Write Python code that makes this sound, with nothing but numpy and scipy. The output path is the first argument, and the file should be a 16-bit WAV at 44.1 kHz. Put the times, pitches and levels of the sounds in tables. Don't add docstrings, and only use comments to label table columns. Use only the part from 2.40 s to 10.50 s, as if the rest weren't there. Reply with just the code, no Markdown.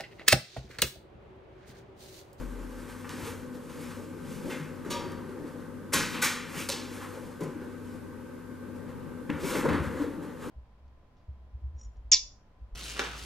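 import sys
import numpy as np
from scipy import signal
from scipy.fft import rfft, irfft, next_fast_len
from scipy.io import wavfile
from scipy.ndimage import uniform_filter1d, map_coordinates

SR = 44100
rng = np.random.default_rng(int(sys.argv[2]) if len(sys.argv) > 2 else 0)


def digitize_waveform(pressure):
    field = np.atleast_2d(pressure).T
    bounded = np.clip(field, -1, 1)
    quanta = np.round(bounded * 32767).astype(np.int16)
    wavfile.write(sys.argv[1], SR, quanta)


def volts_from_decibels(level):
    exponent = np.asarray(level, float) / 20
    return 10 ** exponent


N = 357210


def unit(x):
    return x / np.sqrt(np.mean(x ** 2) + 1e-20)


def along(points, hz):
    f, v = np.transpose(points)
    return np.interp(np.log(hz + 1), np.log(f + 1), v)


def wobble(rate):
    knots = rng.standard_normal(int(N * rate / SR) + 4)
    return map_coordinates(knots, [np.arange(N) * rate / SR])


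def filtered(x, response):
    m = next_fast_len(x.shape[-1] + 8192)
    return irfft(rfft(x, m) * response(np.fft.rfftfreq(m, 1 / SR)), m)[..., :x.shape[-1]]


def spread(pair, alike):
    turn = lambda hz: np.arccos(np.clip(along(alike, hz), -1, 1)) / 2
    mid, side = filtered(pair, lambda hz: np.array([np.cos(turn(hz)), np.sin(turn(hz))]))
    return np.array([mid + side, mid - side])


def rush(spectrum, alike, patchy_db):
    z = signal.stft(rng.standard_normal((2, N)), nperseg=512)[2]
    field = uniform_filter1d(rng.standard_normal(z.shape[1:]), size=5, axis=0)
    field = uniform_filter1d(field, size=10, axis=1)
    pair = signal.istft(z * volts_from_decibels(patchy_db * unit(field)), nperseg=512)[1][:, :N]
    colored = filtered(pair, lambda hz: volts_from_decibels(along(spectrum, hz)))
    return unit(spread(colored, alike))


def swells(rows):
    s, rise, fall, db = np.transpose(rows)[:, :, None]
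    t = np.arange(0, N + 32, 32) / SR
    before = (s - t) / np.maximum(rise, 1e-3)
    after = (t - s) / np.maximum(fall, 1e-3)
    gains = volts_from_decibels(db - 20 * np.maximum(before, after))
    return np.interp(np.arange(N) / SR, t, np.linalg.norm(gains, axis=0))


def add(out, s, x):
    room = out[:, round(s * SR):][:, :x.shape[-1]]
    room += x[..., :room.shape[1]]


# (fastest [s], speeding up [s], slowing down [s], hiss [dB], scrape over hiss [dB])
STROKES = [(0.0, 0.086, 0.37, -56.5, 2.5), (0.4, 0.7, 0.49, -57, 0.5), (0.5, 0.21, 0.58, -53.5, 2),
           (0.7, 0.012, 0.56, -51, 3), (0.87, 0.2, 0.17, -43, -1), (1.41, 0.26, 0.54, -51, -9),
           (1.52, 0.35, 0.16, -52.5, 4), (1.8, 0.18, 0.42, -62, 3), (1.905, 0.1, 0.32, -50, -6),
           (2.09, 0.26, 0.49, -51.5, -1.5), (2.65, 0.46, 0.62, -59, 10.5), (3.08, .2, .4, -60, 4),
           (3.62, 0.044, 0.49, -44, -17), (3.76, 0.09, 0.31, -52.5, 11.5), (4.2, 0.17, 0.19, -39, -4),
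           (4.55, 0.37, 0.6, -50, -1.5), (4.625, 0.14, 0.32, -55, 9), (5.56, 0.61, .2, -63, -7),
           (7.005, 0.021, 0.33, -49.5, 0), (7.055, 0.058, 0.22, -43.5, -4), (7.105, 0.03, 0.2, -42, -3),
           (7.14, 0.16, 0.18, -37, -1), (7.35, 0.26, 0.12, -52.5, 18), (7.618, 0.5, 0.21, -53, 9.5),
           (7.9, 0.54, 0.14, -65.5, 13), (8.03, 0.088, 0.38, -52, 6)]
# (time [s], hiss [dB], scrape over hiss [dB])
EDGE_SLIPS = [(1.15, -56.5, 1.5), (1.3, -52, 0.5), (2.894, -61, 5), (3.206, -63, 8), (4.92, -62, 5),
              (5.218, -62, 6), (5.452, -66, 7), (6.36, -63, 1), (6.488, -64.5, 11.5), (6.572, -71.5, 10),
              (7.435, -52.5, 10.5), (7.83, -58, -4)]
# (frequency [Hz], density [dB per Hz])
HISS_SPECTRUM = [(1290, -28), (2200, 3.5), (3800, -5.5), (4050, -5), (8210, -4), (10700, -7), (15000, -7.5)]
# (frequency [Hz], density [dB per Hz])
SCRAPE_SPECTRUM = [(380, -39), (650, -60.5), (712, -7), (1010, 4), (1900, -2), (2340, -15), (3500, -15.5),
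                   (4550, -19.5), (7700, -120)]
# (frequency [Hz], left-right likeness [0-1])
NEAR_LIKENESS = [(60, 0.16), (130, 0.34), (290, 1), (640, 0.82), (1410, 0.97), (3100, 1), (6820, 0.98),
                 (15000, 0.083)]


def sheet():
    slip_rise_s, slip_fall_s = 0.033, 0.14
    strokes = STROKES + [(s, slip_rise_s, slip_fall_s, db, over_db) for s, db, over_db in EDGE_SLIPS]
    judder = wobble(28)
    hiss_gain = swells([row[:4] for row in strokes]) * volts_from_decibels(1.0 * judder)
    scrape_gain = swells([(s, rise, fall, db + over_db) for s, rise, fall, db, over_db in strokes])
    scrape_gain = scrape_gain * volts_from_decibels(0.5 * judder)
    hiss = hiss_gain * rush(HISS_SPECTRUM, NEAR_LIKENESS, patchy_db=1.1)
    return hiss + scrape_gain * rush(SCRAPE_SPECTRUM, NEAR_LIKENESS, patchy_db=0.7)


# (start [s], end [s], from [Hz], to [Hz], level [dB])
GAP = (4.08, 4.27, 1300, 3100, -46)


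def swish():
    start, end, from_hz, to_hz, db = GAP
    u = np.clip((np.arange(N) / SR - start) / (end - start), 0, 1)
    phase = 2 * np.pi * np.cumsum(from_hz + (to_hz - from_hz) * u) / SR
    narrow = wobble(1600) * np.sin(phase) + wobble(1600) * np.cos(phase)
    return volts_from_decibels(db) * np.sin(np.pi * u) * narrow


# (frequency [Hz], t60 [s])
HALL_DECAY = [(200, 0.37), (1500, 0.82), (4000, 0.61), (12000, 0.35)]


def hall():
    hz, t, z = signal.stft(rng.standard_normal((2, SR * 3 // 4)), SR, nperseg=256)
    decay = volts_from_decibels(-60 * t / along(HALL_DECAY, hz)[:, None])
    tail = signal.istft(z * decay, SR, nperseg=256)[1]
    return spread(tail / np.linalg.norm(tail[0]), NEAR_LIKENESS)


def slaps(rows):
    out = np.zeros((2, N))
    tilt = [(900, 1), (2500, -4.5), (6500, 0.0), (14000, -7.5)]  # (frequency [Hz], level [dB])
    softening_db = -0.02
    for s, db, body_hz, shelf_db, contact, room_db in rows:
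        tail = hall()
        u = np.arange(tail.shape[1]) / SR / max(contact, .0003)
        burst = rng.standard_normal(len(u)) * u * np.exp(1 - u)
        build_up = 1 - np.exp(-(u * contact / (contact + 0.0079)) ** 2)
        sound = burst + volts_from_decibels(room_db) * np.linalg.norm(burst) * tail * build_up
        modes = rng.standard_normal(300)
        body = lambda hz: volts_from_decibels(-11 * np.log2((hz + 1) / body_hz) ** 2)
        shelf = lambda hz: volts_from_decibels(shelf_db - softening_db * contact * hz + along(tilt, hz))
        uneven = lambda hz: volts_from_decibels(2.0 * map_coordinates(modes, [hz / 75]))
        add(out, s, volts_from_decibels(db + 2.5) * filtered(sound, lambda hz: (body(hz) + shelf(hz)) * uneven(hz)))
    return out


# (time [s], peak [dB], body [Hz], contact length [s], room [dB])
SHEET_SNAPS = [(0.6928, -36.5, 4050, 0.00041, 0.5), (2.499, -52, 5070, 0.0021, 3),
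               (2.502, -38, 2620, 0.0084, 3), (2.716, -50, 1490, 0.0027, -5),
               (3.532, -27.5, 1820, 0.0046, 9.5), (3.535, -23, 6340, .0008, -2),
               (3.539, -23, 6300, 0.0011, -6), (3.815, -27.5, 1820, 0.016, 4.5),
               (4.2883, -29, 4400, 0.0011, -2), (4.2932, -22.5, 3850, 0.00028, 0),
               (4.299, -29.5, 3970, 0.0016, 3), (4.313, -44, 4270, 0.0089, -9)]


def snaps():
    shelf_db = -1
    return slaps([(s, db, hz, shelf_db, contact, room_db) for s, db, hz, contact, room_db in SHEET_SNAPS])


# (time [s], peak [dB], body [Hz], bright shelf [dB], room [dB])
DULL_KNOCKS = [(0.643, -34.5, 1250, -41, 0), (2.097, -36, 1550, -13.5, 9.5), (2.446, -42.5, 1190, -15, 8.5),
               (3.522, -29.5, 1480, -14, -3), (3.735, -35.5, 2280, -16, 9), (4.286, -27, 885, -18, 3),
               (5.004, -37, 1210, -14, 2), (5.031, -27, 600, -23, -5), (5.239, -50, 1096, -16, 5),
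               (6.893, -26, 1230, -35, 1), (7.148, -28, 1250, -22, 9), (7.251, -19, 900, -34, -15),
               (7.286, -21, 1370, -28, -0.5), (7.328, -26.5, 1310, -25, 2)]


def knocks():
    contact_s = 0.0058
    return slaps([(s, db, hz, shelf_db, contact_s, room_db) for s, db, hz, shelf_db, room_db in DULL_KNOCKS])


# (time [s], peak [dB], body [Hz], contact length [s], room [dB])
SMALL_TAPS = [(0.696, -39, 1800, .003, -5), (0.797, -33, 800, .002, -6), (5.037, -49, 1600, 0.0034, 2.5),
              (6.9, -26.5, 1660, 0.0018, -2), (7, -42, 1180, 0.0027, -4), (7.023, -39, 956, .003, -4),
              (7.152, -23, 1400, 0.0032, -4), (7.293, -39, 2480, .003, 3), (7.342, -39, 1900, 0.0027, 0),
              (7.365, -37, 1500, .003, -2), (3.53, -27, 8000, .0006, -10), (3.5433, -21, 7000, .0003, -10),
              (3.5447, -24, 8000, .0007, -8), (3.831, -26, 2200, .002, -10), (5.014, -45, 1600, .004, 3),
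              (7.144, -38, 3500, 0.0018, 2), (7.4, -34, 500, .003, -8), (0.646, -40, 1390, .0015, -6),
              (7.254, -26, 1000, .0015, -10), (7.035, -41.5, 3500, .003, 0)]


def taps():
    shelf_db = -24.5
    return slaps([(s, db, hz, shelf_db, contact, room_db) for s, db, hz, contact, room_db in SMALL_TAPS])


def struck_modes(rows):
    out, t = np.zeros((2, N)), np.arange(SR // 2) / SR
    weights, offsets_hz = np.array([[.5], [1], [.5]]), np.array([[-13], [0], [17]])
    for s, db, hz, t60 in rows:
        phase = rng.standard_normal((3, 1))
        modes = weights * np.sin(2 * np.pi * (hz + offsets_hz) * t + 3 * phase)
        shape = volts_from_decibels(db - 60 * t / max(t60, .03)) * (1 - np.exp(-t / 0.0018))
        add(out, s, shape * np.sum(modes, axis=0) + np.zeros((2, 1)))
    return out


# (time [s], peak [dB], pitch [Hz], t60 [s])
PANEL_THUDS = [(0.829, -39, 93, 0.62), (0.868, -38.5, 460, 0.32), (2.08, -40.5, 366, 0.61),
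               (2.2, -37, 154, 0.57), (2.459, -36.5, 359.4, 0.45), (2.622, -37, 368, 0.65),
               (2.889, -39, 375, 0.46), (3.537, -29.5, 1082, 0.2), (3.549, -34.5, 215.4, 0.29),
               (4.159, -41, 448, 0.17), (4.292, -31, 566, 0.1), (5.006, -37, 415, 0.32),
               (5.017, -33.5, 155.4, 0.41), (5.151, -37, 305, 0.25), (5.215, -38, 377, 0.29),
               (5.019, -44, 1016, 0.41), (6.894, -30.5, 284, 0.34), (6.931, -44.5, 83.6, 0.92),
               (7.029, -32, 387, 0.24), (7.099, -58, 78.6, .7), (7.24, -26, 289, 0.2),
               (7.254, -24, 470, 0.07), (7.335, -29, 499, 0.13), (7.301, -33, 85, 0.9),
               (7.402, -36, 73.2, 0.57), (7.599, -27.5, 286.7, 0.47), (7.61, -48, 54.6, 0.55),
               (7.641, -31.5, 483, 0.22), (7.77, -37.5, 297, 0.6), (8.041, -36.5, 482, 0.28)]


def thuds():
    return struck_modes(PANEL_THUDS)


# (time [s], peak [dB],
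# pitch [Hz], t60 [s])
STRUCK_PINGS = [(2.104, -55, 1873, .4), (2.104, -46, 2116, .5), (2.104, -50, 2740, .26),
                (2.104, -54, 3128, .33), (2.104, -51, 3472, 0.36), (2.506, -38, 575, .6),
                (2.506, -51, 1720, .6), (2.506, -45, 3445, .4), (2.506, -47, 3820, .4),
                (2.504, -47, 5575, 0.18), (2.504, -44, 6600, .18), (3.538, -43, 1525, .6),
                (3.538, -41, 1677, .6), (3.538, -48, 2024, .7), (3.538, -38, 3052, .4),
                (3.538, -40, 4301, .39), (3.538, -36, 6331, .2), (3.822, -28, 1490, .2),
                (3.822, -46, 1841, .46), (3.822, -34, 1992, 0.44), (3.822, -34, 2265, 0.39),
                (3.822, -37, 3806, 0.28), (5.035, -44, 150, .3), (5.04, -40, 500, .25),
                (7.03, -48, 500, 0.22), (3.538, -50, 10866, .36), (3.538, -45, 6721, .4),
                (4.297, -42, 2643, .26), (4.297, -45, 2988, 0.24), (4.297, -46, 3700, 0.31),
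                (4.297, -42.5, 4300, .28), (7.262, -30.5, 150.5, 0.35), (7.3, -35, 287, 0.57),
                (2.506, -56, 4690, 0.44)]


def pings():
    return struck_modes(STRUCK_PINGS)


# (frequency [Hz], level [dB], t60 [s])
BAR_MODES = [(535, -9, 1.2), (905, -12, .3), (940, -6, .7), (959, -4, .75), (1167, -8, .85),
             (1220, -11, .8), (1663, -15, .6), (2105, -16, .5), (2379, -13, .4), (2891, -12, .35),
             (3230, -15, .55), (3700, -12, .4), (3758, -15, .35), (4317, -19, .45), (4635, -14, .7),
             (5592, -10, .4), (6584, -16, .3), (8037, -18, .2)]
# (time [s], level [dB])
BAR_CLINK = (2.504, -32)


def bar():
    out, t, ring = np.zeros((2, N)), np.arange(SR * 2 // 3) / SR, 0
    waver = lambda hz: wobble(15 + hz / 60)[:len(t)]
    for hz, db, t60 in BAR_MODES:
        level = volts_from_decibels(db - 60 * t / t60 + 2.2 * waver(hz))
        ring = ring + level * np.sin(2 * np.pi * hz * t + .5 * waver(hz))
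    s, db = BAR_CLINK
    add(out, s, volts_from_decibels(db) * ring * (1 - np.exp(-t / 0.008)) + np.zeros((2, 1)))
    return out


# (center [Hz], width [Hz], depth [0-1])
TABLE_NOTCH = (690, 125, .9)


def across_table(struck):
    center_hz, width_hz, depth = TABLE_NOTCH
    return filtered(struck, lambda hz: 1 - depth * np.exp(-((hz - center_hz) / width_hz) ** 2))


# (time [s], dying [s], boards [dB], frame [dB])
BENCH_JOLTS = [(0.0, 0.29, -42, -40.5), (0.22, 0.058, -39.5, -48), (0.36, .6, -50, -63),
               (0.79, 0.55, -39, -41.5), (1.15, 0.7, -46, -42.5), (1.38, .5, -40.5, -45),
               (1.58, 0.9, -44, -47), (1.92, 0.37, -50, -41.5), (2.07, 0.16, -33.5, -35.5),
               (2.28, 0.95, -42.5, -47), (2.622, 1, -42, -52), (3.05, 0.6, -39.5, -45),
               (3.59, 0.39, -48, -32.5), (3.76, 0.2, -35, -40.5), (4.17, .15, -36, -39),
               (4.78, 0.18, -36.5, -59), (4.87, 0.097, -79, -39.5), (5.05, .14, -34, -41),
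               (5.245, 0.15, -39, -58), (6.3, 0.19, -41, -48), (6.43, 0.33, -43, -49),
               (6.54, 0.44, -58, -39), (7.04, 0.2, -31, -32.5), (7.09, 0.18, -34, -44),
               (7.17, 0.65, -26.5, -33), (7.3, 0.35, -24, -25.5), (7.62, 0.17, -30, -62),
               (7.78, 0.65, -36, -45), (8.048, 1, -36.5, -41.5)]
# (time [s], dying [s], boards [dB], frame [dB])
BENCH_BLOWS = [(2.105, 0.21, -33, -48), (2.464, 0.71, -34.5, -35.5), (3.538, 0.22, -29, -52),
               (4.295, 0.58, -36.5, -45), (5.012, 0.25, -33, -45), (6.901, 0.13, -29, -29.5),
               (7.255, 0.041, -18, -25.5)]
# (frequency [Hz], density [dB per Hz])
BOARDS_SPECTRUM = [(140, -28), (240, -6.5), (291, -1), (413, -8), (519, -4), (700, -23.5), (910, -15),
                   (1540, -120)]
# (frequency [Hz], density [dB per Hz])
FRAME_SPECTRUM = [(62, -15), (105, -14.5), (151, 0), (250, -4), (320, -47), (550, -120)]


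def bench():
    jolt_rise_s, blow_rise_s = 0.12, 0.017
    shakes = [(s, jolt_rise_s, *rest) for s, *rest in BENCH_JOLTS]
    shakes += [(s, blow_rise_s, *rest) for s, *rest in BENCH_BLOWS]
    idle = lambda: volts_from_decibels(-51 + 3.5 * wobble(5.6))
    boards_gain = np.hypot(swells([row[:4] for row in shakes]), idle())
    frame_gain = np.hypot(swells([row[:3] + row[4:] for row in shakes]), idle())
    boards = volts_from_decibels(-6.0) * boards_gain * rush(BOARDS_SPECTRUM, NEAR_LIKENESS, patchy_db=2.0)
    return boards + volts_from_decibels(-4.5) * frame_gain * rush(FRAME_SPECTRUM, NEAR_LIKENESS, patchy_db=1.5)


# (frequency [Hz], level [dB], pitch flutter [Hz])
MOTOR_TONES = [(50, -65.5, 0.81), (162.3, -60, 2.7), (247.4, -48, 1.94), (494.5, -57, 2.1),
               (1085, -69.5, 1.75), (1189, -67, 0.29), (1278, -71, 1.46), (1492, -67.5, 1.06),
               (1561, -64, 4.01)]
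# (frequency [Hz], beat period [s], a peak [s])
MOTOR_BEAT = (96.85, .96, 5.5)


def motors():
    t, tones, ports = np.arange(N) / SR, 0, np.array([[-.05], [.05]])
    for hz, db, flutter_hz in MOTOR_TONES:
        phase = 2 * np.pi * (hz * t + np.cumsum(flutter_hz * wobble(6)) / SR)
        tones = tones + volts_from_decibels(db + 3 + 1.2 * wobble(5.4)) * np.sin(phase + ports)
    hz, period_s, peak_s = MOTOR_BEAT
    swell = 1 + 0.4 * np.cos(2 * np.pi * (t - peak_s) / period_s)
    return tones + volts_from_decibels(-50.5 + 0.82 * wobble(9.1)) * swell * np.sin(2 * np.pi * hz * t + 3 * ports)


# (frequency [Hz], density [dB per Hz])
FAN_SPECTRUM = [(13, -54), (22, -24), (86, -12), (195, -13), (244, -3), (306, -7.5), (441, -11.5),
                (520, -9), (685, -32.5), (851, -20), (1200, -22), (1400, -25), (1540, -24), (1930, -30),
                (5000, -48), (6500, -77), (11000, -120)]
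# (frequency [Hz], left-right likeness [0-1])
FAN_LIKENESS = [(60, 0.059), (130, 0.19), (290, 0.44), (640, 0.42), (1410, 0.46), (3100, 0.86),
                (6820, 0.22), (15000, 0.1)]


def fan():
    gain = volts_from_decibels(-45.5 + 0.4 * wobble(2.48) + 0.68 * wobble(9.9))
    return gain * rush(FAN_SPECTRUM, FAN_LIKENESS, patchy_db=1.0)


# (frequency [Hz], level [dB], t60 [s])
DOOR_BOOM = (43, -36.5, 1)


def boom():
    hz, db, t60 = DOOR_BOOM
    t = np.arange(N) / SR
    ripple_db = 1.4 * np.cos(2 * np.pi * 6.5 * (t - .07))
    return volts_from_decibels(db - 60 * (t / t60) ** 2 + ripple_db) * np.sin(2 * np.pi * hz * t)


def scene():
    struck = snaps() + knocks() + taps() + thuds() + pings() + bar()
    return sheet() + swish() + across_table(struck) + bench() + motors() + fan() + boom()


def band_limit(x):
    return signal.sosfilt(signal.butter(12, 16110, fs=SR, output="sos"), x)


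# (frequency [Hz], left minus right [dB])
PORT_LEVEL = [(60, 6), (110, 4.5), (200, 3.5), (380, 3.5), (700, 2), (1290, 0.5), (2380, 1), (4400, 0),
              (8120, 0.0), (15000, -1)]
# (frequency [Hz], left leads by [rad])
PORT_PHASE = [(0, -0.066), (520, -0.29), (1640, -0.27), (7150, 0.58), (9130, 0.61), (13600, 0.6),
              (15700, 0.1)]
# (frequency [Hz], density [dB per Hz])
MICROPHONE_HISS = [(1500, -11), (4000, -6), (12000, -5), (15000, -8.5)]


def record(dry):
    half = np.array([[.5], [-.5]])
    level = lambda hz: volts_from_decibels(half * along(PORT_LEVEL, hz))
    phase = lambda hz: np.exp(1j * half * along(PORT_PHASE, hz))
    ports = filtered(dry, lambda hz: level(hz) * phase(hz))
    hiss = volts_from_decibels(-64) * rush(MICROPHONE_HISS, [(1000, 0.22)], patchy_db=0.0)
    slope_db = lambda hz: -3 * np.clip((hz - 12500) / 2000, 0, 1)
    edge_db = lambda hz: -38 * np.clip((hz - 14950) / 250, 0, 1.5)
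    limited = filtered(ports + hiss, lambda hz: volts_from_decibels(slope_db(hz) + edge_db(hz)))
    return band_limit(limited)


dry = scene()
out = record(dry)
digitize_waveform(out)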